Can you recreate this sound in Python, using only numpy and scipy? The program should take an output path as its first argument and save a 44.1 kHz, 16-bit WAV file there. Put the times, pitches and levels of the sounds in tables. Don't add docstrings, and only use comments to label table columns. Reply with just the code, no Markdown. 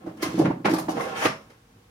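import sys
import numpy as np
from scipy import signal
from scipy.fft import rfft, irfft
from scipy.io import wavfile
from scipy.ndimage import uniform_filter1d

SR = 44100
rng = np.random.default_rng(int(sys.argv[2]) if len(sys.argv) > 2 else 0)


def waveform_to_disk(signal):
    frames = np.transpose(np.atleast_2d(signal))
    scaled = np.clip(frames, -1, 1) * 32767
    samples = np.round(scaled).astype(np.int16)
    wavfile.write(sys.argv[1], SR, samples)


N = 83790


def amp(db):
    return 10 ** (np.asarray(db) / 20)


def read(points, hz):
    f, value = np.transpose(points)
    return np.interp(np.log(hz + 1), np.log(f + 1), value)


def level(points, column=1):
    rows = np.array(points)
    return amp(np.interp(np.arange(N) / SR, rows[:, 0], rows[:, column]))


def evened(x):
    return x / np.sqrt(np.mean(x ** 2) + 1e-20)


def unit(x):
    return x / np.sqrt(np.sum(x ** 2) / len(np.atleast_2d(x)) + 1e-20)


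def add(mix, s, sound):
    start = max(round(s * SR), 0)
    part = mix[..., start:][..., :sound.shape[-1]]
    part += sound[..., :part.shape[-1]]


def convolve(x, response):
    return signal.fftconvolve(np.atleast_2d(x), np.atleast_2d(response), axes=1)[:, :N]


def click(points, size=2048):
    hz = abs(np.fft.fftfreq(size, 1 / SR))
    log_gain = np.log(amp(read(points, hz)))
    spectrum = np.exp(np.conj(signal.hilbert(log_gain)))
    return np.fft.ifft(spectrum).real[:size // 2]


def ring(modes):
    t = np.arange(SR // 2) / SR
    out = np.zeros(len(t))
    for hz, db, t60 in modes:
        decay = np.exp(-np.log(1000) * t / t60)
        out += amp(db) * decay * np.sin(2 * np.pi * hz * t)
    return out


def contacts(size, rate, spread_db):
    chance, sign, strength = rng.random((3, size))
    heights = amp(-spread_db * np.log(strength + 0.06))
    return (chance < rate / SR) * np.sign(sign - .5) * heights


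def bumps():
    # t/s, level/dB, f/Hz of the boom, box ringing relative to the jolt/dB
    jolts = [(.043, -37.5, 316, 9), (.070, -27, 320, 6.5), (0.13, -54, 286, 0), (.227, -18, 346, -1),
             (.265, -25, 299, 5), (0.343, -29.5, 316, 16), (.377, -16.5, 238, -8), (0.3932, -9, 318, -2),
             (0.423, -29, 192.5, -24), (0.443, -17.5, 190, 2), (.456, -19, 272, 8.5),
             (.476, -18.5, 173, 6.5), (.499, -15.5, 302, -0.5), (0.564, -29.5, 273, -9),
             (0.599, -33.5, 314, 7), (0.648, -20, 298, -1), (0.655, -31, 195, -27), (0.674, -17, 198, -7),
             (.697, -19.5, 310, 5), (.713, -16.5, 311, -29), (.731, -14.5, 305, 2.5), (.885, -22, 303, 6.5),
             (.945, -26, 284, -35), (0.965, -24, 242, 2.5), (1.067, -26, 504, -14), (1.250, -18, 312, -35),
             (1.439, -67, 256, 1)]
    # f/Hz, level/dB, t60/s
    box_modes = [(129, -21.5, 0.38), (178.2, -13.5, 0.25), (280, -62, 0.18), (318, -14, 0.46),
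                 (330, -24, 0.16), (403.4, -20.5, .25), (471, -24.5, 0.19)]
    rise_s, fall_s = 0.0048, 0.0059
    wet_db, low_cut_hz = -11, 141

    out, box = np.zeros((2, N)), ring(box_modes)
    t = np.arange(len(box)) / SR
    swell = np.minimum(t / rise_s, 1) / (1 + (t / (rise_s + fall_s)) ** 4)
    for s, db, hz, ring_db in jolts:
        boom = swell * np.sin(2 * np.pi * hz * t)
        echo = unit(convolve(boom, kitchen()))[:, :len(t)] * np.linalg.norm(boom)
        add(out, s, amp(db) * (boom + amp(ring_db) * box + amp(wet_db) * echo))
    low_cut = signal.butter(3, low_cut_hz, "high", fs=SR, output="sos")
    return signal.sosfilt(low_cut, out)


def knocks(gain_db=37):
    # t/s, thud/dB, body/dB, crack/dB, tick/dB
    blows = [(.062, -44.5, -38.5, -59, -61), (0.072, -64, -39, -54.5, -61), (0.092, -50, -48, -55, -65),
             (0.17, -68, -51, -62, -56.5), (.224, -32.5, -31.5, -35.5, -39), (0.379, -24, -28.5, -54, -66),
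             (.393, -33, -25, -56.5, -52), (.412, -19.5, -21, -55, -56), (0.449, -54, -31, -31, -50.5),
             (0.4563, -35.5, -26.5, -35.5, -57), (.467, -39, -42, -53, -64), (0.502, -41, -33, -48, -67),
             (.507, -59, -34, -51, -64), (0.646, -44.5, -32, -30, -58), (.649, -28.5, -23.5, -24.5, -46.5),
             (.655, -29, -20.5, -26, -36.5), (.661, -46.5, -27.5, -27.5, -47), (0.679, -49, -24, -31, -61),
             (.735, -39.5, -23, -36, -46), (0.783, -66, -24.5, -40, -36), (.883, -67.5, -22, -41, -53),
             (.969, -36.5, -28.5, -40, -53), (1.005, -68, -25.5, -36, -61), (1.221, -79, -26.5, -23, -61),
             (1.249, -28, -23, -23, -36.5), (1.2538, -26.5, -28, -21, -32),
             (1.500, -55.5, -54.5, -54, -58.5)]
    band_hz = [150, 750, 2400, 8000]
    # f/Hz, level/dB
    wood = [(30, -45), (70, -24), (120, 8), (200, 7.5), (500, 6.5), (1000, 3), (2000, 1), (3500, -5.5),
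            (5500, -4.5), (7800, -12.5), (10500, -9.5), (16000, -24)]
    # f/Hz, relative level/dB, t60/s
    contents = [(558, 0, .3), (646, -2, .27), (921, -8, .15), (1020, -8, .15), (1098, -7, .15),
                (1190, -4, .17), (1543, -6, .13), (1890, -6, .14), (2050, -6, .14), (2174, -5, .15),
                (2571, -8, .17), (3367, -16, .15), (5290, -18, .25), (5520, -16, .28)]
    contents_db = -23

    out, rings = np.zeros((2, N)), amp(contents_db) * unit(ring(contents))
    for s, *band_db in blows:
        blow = convolve(click(wood), click(list(zip(band_hz, band_db))))
        sound = convolve(blow, kitchen())
        add(out, s, sound)
        add(out, s, convolve(sound, rings))
    return amp(gain_db) * out


def clinks():
    # t/s, f/Hz, level/dB
    strikes = [(.228, 1020, -34.5), (.228, 2140, -34), (.503, 905, -32.5), (.738, 1200, -38.5),
               (.885, 745, -31), (0.459, 1380, -38), (.995, 1140, -33), (1.005, 2080, -38),
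               (1.256, 1200, -27), (1.256, 5460, -47)]
    # multiple of the pitch, level/dB
    split = [(.968, -4), (.988, -2), (1, 0), (1.016, -3)]
    # f/Hz, t60/s
    decay = [(800, .19), (2000, .22), (5500, .37)]

    out = np.zeros((2, N))
    for s, hz, db in strikes:
        t60 = read(decay, hz)
        tone = ring([(hz * ratio, d, t60) for ratio, d in split])
        near = unit(convolve(tone, kitchen(size=512)))
        add(out, s, amp(db) * np.linalg.norm(tone) * near)
    return out


def rattles():
    # t/s, length/s, level/dB, treble tilt/(dB per octave)
    flurries = [(0.221, 0.017, -33, 2), (0.232, .035, -36.5, -6), (0.296, 0.24, -49.5, -2),
                (0.379, 0.022, -40.5, 0), (0.693, 0.043, -40, 0.5), (0.73, 0.011, -36, 5.5),
                (0.755, .02, -37.5, -4), (0.789, 0.0073, -40, 5.5), (0.889, 0.038, -41.5, 0.5),
                (0.939, 0.028, -49, -2), (0.99, 0.084, -48.5, 2), (1.07, 0.053, -48, -2.5),
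                (1.154, 0.036, -37.5, -8.5)]
    # f/Hz, level/dB
    utensils = [(200, -41), (900, 6), (2000, 1.5), (3500, 2), (5500, 3.5), (7800, -6), (10500, -6),
                (13000, -9.5), (16000, -16)]
    rate_per_s, spread_db = 630, 2

    out = np.zeros((2, N))
    t = np.arange(SR // 8) / SR
    for s, length, db, tilt_db in flurries:
        fade = np.clip(2 * (1 - t / length), 0, 1)
        flurry = contacts(len(t), rate_per_s, spread_db) * fade
        colour = click([(hz, d + tilt_db * np.log2(hz / 6000)) for hz, d in utensils])
        sound = unit(convolve(convolve(flurry, colour), kitchen()))
        add(out, s, amp(db) * np.sqrt((length + 0.011) * SR) * sound)
    return out


def slide():
    # t/s, rub/dB, scrape/dB, hiss/dB
    friction = [(0, -52.5, -62.5, -89), (.16, -70, -68, -86), (.195, -48.5, -48.5, -84),
                (.22, -42.5, -41, -37.5), (.26, -40.5, -39, -44.5), (.32, -51, -50, -63),
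                (.43, -48, -43.5, -58), (.52, -53, -68, -75), (.55, -59, -92, -97), (.87, -66, -55, -77),
                (.92, -43, -71, -74), (.955, -34.5, -44.5, -56), (1.01, -34, -42.5, -47),
                (1.045, -35.5, -41.5, -54), (1.14, -36.5, -41.5, -58), (1.165, -40, -33, -44),
                (1.21, -34, -30.5, -39), (1.25, -33, -30.5, -32.5), (1.265, -56, -53, -59),
                (1.6, -71.5, -74.5, -78)]
    # f/Hz, level/dB
    runner = [(60, -31), (150, -10), (300, -5), (480, 5), (640, 5.5), (800, 1.5), (1100, 0), (1800, -13),
              (2600, -6.5), (5000, -24), (16000, -52)]
    # f/Hz, level/dB
    scrape_colour = [(200, -55), (900, -0.5), (1500, -1), (2900, -3.5), (4000, -14), (8000, -23.5),
                     (16000, -50)]
    # f/Hz, level/dB
    hiss_colour = [(500, -16), (3000, 4.5), (4400, -3), (5800, 5), (7800, -7), (10500, -3), (16000, -13.5)]
    # f/Hz, relative level/dB, t60/s
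    drawer_modes = [(465, -2, .05), (525, -5, .06), (810, -2, .07), (1095, 2, .06), (1435, -1, .06),
                    (1840, 3, .05), (2060, 2, .05)]
    slips_per_s, spread_db = 1000, 2
    hollow_db = -1

    layers = []
    for column, colour in enumerate([runner, scrape_colour, hiss_colour], 1):
        slips = convolve(contacts(N, slips_per_s, spread_db), click(colour))
        layers.append(evened(slips) * level(friction, column))
    rub, scrape, hiss = layers
    hollow = amp(hollow_db) * unit(convolve(rub, ring(drawer_modes))) * np.linalg.norm(rub)
    return convolve(rub / 2 + hollow + scrape + hiss, kitchen())


def kitchen(size=24576):
    # f/Hz, t60/s
    room_t60 = [(150, 0.47), (400, 0.21), (1040, 0.32), (2760, 0.27), (7280, 0.27), (15000, 0.16)]
    early_s, early_db, build_s = 0.013, -1.5, 0.0019
    clump_db, clump_fade_s = 3, 0.028
    direct_db = -15

    t = np.arange(size) / SR
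    hz, when, z = signal.stft(pair(size), SR, nperseg=256)
    decay = amp(-60 * when / read(room_t60, hz)[:, None])
    tail = signal.istft(z * decay, SR)[1][:, :size]
    wander = evened(uniform_filter1d(rng.standard_normal(size), size=64))
    clumps = amp(clump_db * np.exp(-t / clump_fade_s) * wander)
    build = 1 - np.exp(-t / build_s)
    early = 1 + amp(early_db) * np.exp(-(t / early_s) ** 2)
    echoes = unit(tail * clumps * build * early)
    return echoes + amp(direct_db) * (t == 0)


def pair(size):
    # f/Hz, left-right correlation
    likeness = [(30, 0.99), (150, 1), (320, 0.97), (550, 0.19), (900, 0.13), (1900, -0.27), (4000, 0.038),
                (15000, -0.12)]
    a, b = rfft(rng.standard_normal((2, size)))
    same = np.clip(read(likeness, np.fft.rfftfreq(size, 1 / SR)), -1, 1)
    mid, side = a * np.sqrt((1 + same) / 2), b * np.sqrt((1 - same) / 2)
    return irfft([mid + side, mid - side], size)


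def background():
    # f/Hz, relative level/dB per Hz
    floor = [(15, -36), (25, -42), (53, -2.5), (71, -12.5), (107, 0.5), (160, -12.5), (227, -12),
             (389, -28), (469, -11.5), (582, -24), (848, -16.5), (919, -18.5), (15500, -37)]
    # t/s, level/dB
    rumble_level = [(0, -53), (.15, -48), (.3, -37), (.6, -49.5), (.85, -37.5), (1.1, -45.5), (1.2, -44.5),
                    (1.35, -50), (1.5, -61), (1.66, -66), (1.79, -59.5), (1.9, -76)]
    # f/Hz, relative level/dB
    rumble_colour = [(25, -37.5), (50, -34.5), (75, -8), (110, -6.5), (200, 2.5), (330, -1.5), (600, -18.5),
                     (2000, -39.5)]
    floor_db = -58.5
    room_noise = amp(floor_db) * evened(convolve(pair(N), click(floor, size=8192)))
    rumble = level(rumble_level) * evened(convolve(pair(N), click(rumble_colour, size=8192)))
    return room_noise + rumble


def scene():
    # f/Hz, left minus right/dB
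    tilt = [(100, 0), (320, -1.5), (600, -6.5), (1200, 2), (2800, -0.5), (5500, -0.5), (8000, -1.5),
            (10500, -9.5), (14000, -2)]
    drawer = bumps() + knocks() + clinks() + rattles() + slide()
    lean_db = read(tilt, np.fft.rfftfreq(2 * N, 1 / SR)) / 2
    leaning = irfft(rfft(drawer, 2 * N) * amp([lean_db, -lean_db]))[:, :N]
    return leaning + background()


def record(dry):
    edge_hz = 15950
    low_pass = signal.firwin(511, edge_hz, window=("kaiser", 9), fs=SR)
    return signal.oaconvolve(dry, low_pass[None], "same")


dry = scene()
out = record(dry)
waveform_to_disk(out)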